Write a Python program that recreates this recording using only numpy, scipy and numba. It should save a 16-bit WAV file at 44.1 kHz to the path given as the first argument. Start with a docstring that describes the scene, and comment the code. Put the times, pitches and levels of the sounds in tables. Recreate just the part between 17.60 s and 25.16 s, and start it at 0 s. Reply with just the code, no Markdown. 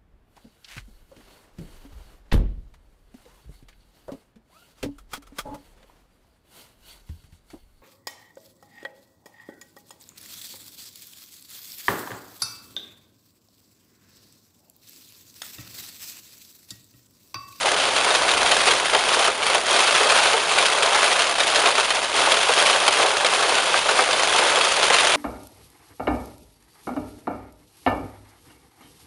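"""Sharp cracks and dull thuds of small hail stand out of heavy rain on a slowly moving car, heard from a seat inside.
Each blow sends a bending wave through glass or roof, treble first, and the panel rings out
within a few hundredths of a second. Rain is many chance blows over a hissing spray of shaped noise.
Gusts drive the fall in waves, and low noise makes the rumble of the road underneath."""
import sys
import numpy as np
from scipy import signal
from scipy.fft import rfft, irfft
from scipy.io import wavfile
from scipy.ndimage import uniform_filter1d
from numba import njit

SR = 44100
rng = np.random.default_rng(int(sys.argv[2]) if len(sys.argv) > 2 else 0)


def boost_factor(decibels):
    """Convert a level in decibels to a linear amplitude factor."""
    exponent = np.asarray(decibels, float) / 20
    return 10 ** exponent


def put_to_file(sound):
    """Save the sound as 16-bit audio at rate SR, in the file named by the first command-line argument."""
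    columns = np.atleast_2d(sound).T  # one column per channel
    safe = np.clip(columns, -1, 1)
    whole_steps = np.round(safe * 32767)
    wavfile.write(sys.argv[1], SR, whole_steps.astype(np.int16))


N = 333356  # length in samples

# How strongly each pitch reaches the microphone from the glass.
# Each row: frequency in Hz, relative level in dB per Hz.
GLASS_TONE = [(300, -34.5), (700, -7.5), (1300, -4.5), (2100, -3), (2700, 0), (3400, -1), (4200, -2.5),
              (5200, -6), (7000, -9), (9700, -9.5), (11000, -12.5)]
# The same for the roof. Each row: frequency in Hz, relative level in dB per Hz.
ROOF_TONE = [(120, -36), (250, -28.5), (340, -12), (440, 1), (700, 2.5), (1200, 2), (1550, -2),
             (3000, -21.5)]


def colour(x, points):
    """Filter through (Hz, dB) points that answers only after its input (minimum phase)."""
    size = 2048
    hz, db = np.transpose(points)
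    log_hz = np.log(np.maximum(np.arange(size // 2 + 1) * SR / size, 1))
    below = np.maximum(np.log(hz[0]) - log_hz, 0)
    above = np.maximum(log_hz - np.log(hz[-1]), 0)
    # the level falls away on both sides of the given points
    gain_db = np.interp(log_hz, np.log(hz), db) - 12 * (below + above)
    # folding the cepstrum of the log gain moves all of the response after time zero
    cepstrum = irfft(np.log(boost_factor(gain_db)))
    folded = np.r_[cepstrum[0], 2 * cepstrum[1:size // 2], np.zeros(size // 2)]
    response = irfft(np.exp(rfft(folded)))
    return signal.oaconvolve(x, response)[:len(x)]


def unit(x):
    """Scale to an rms (average strength) of 1."""
    return x / np.sqrt(np.mean(x ** 2))


def walk(rate):
    """Slow random wandering with rms 1: rate new levels a second, smoothed twice."""
    hold = int(SR / rate)
    steps = np.repeat(rng.standard_normal(N)[:N // hold + 1], hold)
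    return unit(uniform_filter1d(uniform_filter1d(steps, hold), hold)[:N])


def fall_db(s):
    """Level of the whole fall in dB at times s, rising and sinking with the gusts."""
    # Gusts. Each row: time in seconds, level of the whole fall in dB.
    gusts = [(0.0, -23.5), (0.08, -19), (0.16, -21), (0.36, -20.5), (0.5, -18.5), (0.76, -20),
             (1.12, -16.5), (1.22, -22), (1.35, -21.5), (1.62, -17.5), (1.77, -25.5), (1.91, -19),
             (2.05, -23.5), (2.14, -18), (2.27, -18.5), (2.54, -16), (2.9, -22.5), (3.0, -18),
             (3.12, -19.5), (3.34, -16.5), (3.6, -20), (3.76, -24), (4.04, -16.5), (4.12, -21.5),
             (4.2, -18), (4.28, -24), (4.38, -20), (4.48, -26), (4.6, -18.5), (4.85, -19), (5.15, -17.5),
             (5.27, -21.5), (5.4, -16.5), (5.6, -20.5), (5.74, -17.5), (6.1, -19.5), (6.2, -23),
             (6.32, -18), (6.7, -20), (6.8, -17), (7.15, -19.5), (7.56, -19)]
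    return np.interp(s, *np.transpose(gusts))


@njit
def ring(hz, start, size, fade, front, front_fade):
    """Sum of decaying modes, each with its own start; a quick front rides on a slower ring."""
    out = np.zeros(3000)
    for k in range(len(hz)):
        turn = np.exp(2j * np.pi * hz[k] / SR)
        slow, quick = size[k] + 0j, front + 0j
        slow_step, quick_step = turn * fade[k], turn * front_fade[k]
        for i in range(start[k], len(out)):
            out[i] += slow.imag + quick.imag
            slow *= slow_step
            quick *= quick_step
            if abs(slow.real) + abs(slow.imag) + abs(quick.imag) < 1e-3:
                break
    return out


def spot(points, travel_s, front, modes_db, scatter_s):
    """Answer of a panel to a blow at one place, energy 1: many modes that start late at low pitch."""
    # Strongest panel and cabin modes.
    # Each row: frequency in Hz, level in dB before modes_db is added, time to fade by 60 dB in seconds.
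    strong_modes = np.array([(435, -3, .11), (528, 0, .14), (700, 1, .12), (900, -4, .09), (1090, -2, .1),
                             (1300, -5, .08)])
    # Ring of the many weak modes. Each row: frequency in Hz, time to fade by 60 dB in seconds.
    weak_ring = np.array([(300, 0.1), (1000, 0.075), (2800, 0.065), (7000, 0.034), (11000, 0.02)])
    chance = rng.random((3, 400))
    weak_hz = 250 + 11000 * chance[0, len(strong_modes):] ** 1.5
    hz = np.r_[weak_hz, strong_modes[:, 0]]
    t60 = np.interp(np.log(hz), np.log(weak_ring[:, 0]), weak_ring[:, 1])
    size = np.sqrt(hz ** (1 / 3) / t60) * rng.standard_normal(len(hz))
    strong = slice(-len(strong_modes), None)
    t60[strong] = strong_modes[:, 2]
    size[strong] *= boost_factor(modes_db + strong_modes[:, 1])
    # bending waves travel with the root of frequency; the first front arrives in step
    late_s = travel_s * (.5 + chance[1, 0]) * np.sqrt(1000 / hz)
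    fade = np.exp(-np.log(1000) / (t60 * SR))
    front_size, front_fade = front * abs(size).mean(), np.exp(-hz / SR / 2)
    answer = ring(hz, (late_s * SR).astype(int), size, fade, front_size, front_fade)
    # the stone or drop breaks up: splinters land again just after it
    splinters = np.zeros(1000)
    landing = np.minimum(chance[2, :5] * scatter_s * SR, 999).astype(int)
    splinters[landing] = .45 * chance[2, 5:10]
    splinters[0] = 1
    answer = colour(signal.fftconvolve(answer, splinters), points)
    return answer / np.sqrt(np.sum(answer ** 2))


def drops(points, rate, spread_db, travel_s, front, modes_db, scatter_s, count):
    """Chance blows, rate a second in all, over count places of a panel; few large, most small."""
    out = np.zeros(N)
    for _ in range(count):
        hits = rng.random(N) < rate / count / SR
        blows = hits * boost_factor(spread_db * np.minimum(rng.exponential(size=N), 4))
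        out += signal.oaconvolve(blows, spot(points, travel_s, front, modes_db, scatter_s))[:N]
    return unit(out)


def road():
    """Low rumble of tyres and body: shaped noise that wavers a little."""
    # Tone of the rumble. Each row: frequency in Hz, relative level in dB.
    tone = [(40, -1.5), (120, -4.5), (200, -3), (300, 3), (450, -3)]
    # Swell of the rumble. Each row: time in seconds, change from the base level in dB.
    swell = [(0, 2.5), (1.1, 4.5), (1.25, 0), (2.3, -0.5), (3.6, -2), (5.3, -1.5), (7.56, 1.2)]
    base_db = -45
    swell_db = np.interp(np.arange(N) / SR, *np.transpose(swell))
    rumble = unit(colour(rng.standard_normal(N), tone))
    return boost_factor(base_db + swell_db + 0.83 * walk(3.6)) * rumble


def rain():
    """Drops ring glass and roof over a fine spray; the gusts flutter from one moment to the next."""
    gust_db = fall_db(np.arange(N) / SR)
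    glass_db = gust_db - 2
    roof_db = gust_db - 5.5 + 0.5 * walk(12)  # the roof drifts on its own
    flutter_db = 0.86 * walk(40) + 0.67 * walk(13)
    glass = drops(GLASS_TONE, rate=700, spread_db=3.5, travel_s=.0008, front=2.74,
                  modes_db=-6, scatter_s=.002, count=24)
    spray = unit(colour(rng.standard_normal(N), GLASS_TONE))
    roof = drops(ROOF_TONE, rate=300, spread_db=1.5, travel_s=0.00196, front=1.02,
                 modes_db=4, scatter_s=0.00416, count=12)
    on_glass = boost_factor(glass_db + flutter_db) * (glass + boost_factor(-6.5) * spray)
    on_roof = boost_factor(roof_db + 0.23 * flutter_db) * roof
    return on_glass + on_roof


def small_hail():
    """Rows (seconds, crack dB, thud dB) of smaller stones at chance times, driven harder in the gusts."""
    count, range_db = 260, 10
    when, crack, thud = rng.random((count, 3)).T
    s = when * N / SR
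    # the loudest crack and thud against the whole fall, less a chance part of the range
    crack_db = fall_db(s) - 1 - range_db * crack
    thud_db = fall_db(s) - 4.5 - range_db * thud
    return np.c_[s, crack_db, thud_db]


def hail():
    """Each stone strikes one of many places: a crack from the glass and a thud from the roof."""
    # Largest hailstones, with levels before the final dulling filter.
    # Each row: start in seconds, crack level in dB, thud level in dB.
    large_hail = [(0.0639, -30, -18), (0.0748, -25, -26), (0.3642, -14, -34), (0.5049, -14.5, -16),
                  (0.5488, -11.5, -17), (0.6904, -14, -25), (0.7134, -13.5, -30), (0.861, -15, -21),
                  (0.9159, -10, -19), (1.0057, -18, -29), (1.1115, -11.5, -20), (1.333, -15, -13),
                  (1.3479, -10.5, -10.5), (1.5674, -36, -17), (1.6473, -15, -22), (1.6752, -26.6, -12),
                  (1.8278, -18, -40), (1.8658, -14, -38), (1.8997, -15.5, -34), (1.9466, -12, -13.5),
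                  (2.1621, -13, -36), (2.3088, -15.5, -31), (2.4035, -15, -12.5), (2.4973, -12, -19),
                  (2.5861, -12.5, -21), (2.656, -15, -16), (2.6689, -17, -31), (2.7318, -13, -12.5),
                  (2.9842, -10.5, -33), (3.0211, -26, -15.5), (3.062, -14, -32), (3.2237, -13, -16),
                  (3.3474, -14.5, -13), (3.515, -14.5, -20), (3.5928, -13, -19.5), (3.8034, -11, -17),
                  (3.958, -11, -18), (4.0578, -11, -12), (4.0707, -16, -13), (4.1805, -13.5, -16),
                  (4.3042, -11.5, -26), (4.6704, -32.5, -11.5), (4.7193, -9.5, -39), (4.7402, -15, -16),
                  (4.7692, -15, -27), (4.8909, -20, -10.5), (4.9088, -30, -21), (5.0675, -15, -29.8),
                  (5.1293, -14, -18), (5.279, -6.5, -11.5), (5.3937, -19, -15.5), (5.4486, -32, -20),
                  (5.6462, -12, -13), (5.6641, -13, -26), (5.8298, -19, -22), (6.139, -18, -10.5),
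                  (6.2897, -14, -13.5), (6.3885, -16, -7.5), (6.5302, -14, -15), (6.7407, -33, -14),
                  (6.7856, -14, -25), (6.9572, -13.5, -32), (6.9702, -21, -12.5), (7.0111, -12, -23),
                  (7.2296, -12, -17), (7.3004, -11, -11.5), (7.3413, -10, -15), (7.3852, -12, -27),
                  (7.4381, -32, -16)]
    first_s = .012  # a level is the energy of the whole blow spread over this time
    cracks = [spot(GLASS_TONE, travel_s=.001, front=1.95, modes_db=-9, scatter_s=.007) for _ in range(32)]
    thuds = [spot(ROOF_TONE, travel_s=0.002984, front=0.92, modes_db=4.5, scatter_s=0.0083)
             for _ in range(32)]
    out = np.zeros(N + SR)
    for k, (s, crack_db, thud_db) in enumerate(np.r_[large_hail, small_hail()]):
        crack = boost_factor(crack_db) * cracks[k % len(cracks)]
        thud = boost_factor(thud_db) * thuds[k % len(thuds)]
        blow = (crack + thud) * np.sqrt(first_s * SR)
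        start = int(s * SR)
        out[start:start + len(blow)] += blow
    # a stone stays on the panel longer than a drop, which dulls its treble
    return colour(out[:N], [(20, -5.0), (3500, -4.0), (6000, -7.5), (15000, -6.5)])


def scene():
    """All sources at the one microphone."""
    return (road() + rain() + hail())[None]


def roll_off(x):
    """The treble ends steeply here."""
    return signal.sosfilt(signal.butter(12, 11570, fs=SR, output="sos"), x)


def record(dry):
    """A narrow dip in the treble, a steep top cut and softly rounded peaks."""
    dip_hz, dip_width_hz, dip_depth = 7880, 300, .8
    top_hz = 10800
    narrow_band = signal.lfilter(*signal.iirpeak(dip_hz, dip_hz / dip_width_hz, fs=SR), dry)
    dipped = dry - dip_depth * narrow_band
    top_cut = signal.ellip(12, .3, 75, top_hz, fs=SR, output="sos")
    cut = signal.sosfilt(top_cut, dipped)
    rounded = np.tanh(.85 * cut) / .85
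    # the rounding makes new treble, which the same cut removes again
    mix = signal.sosfilt(top_cut, rounded)
    return roll_off(mix)


dry = scene()
out = record(dry)
put_to_file(out)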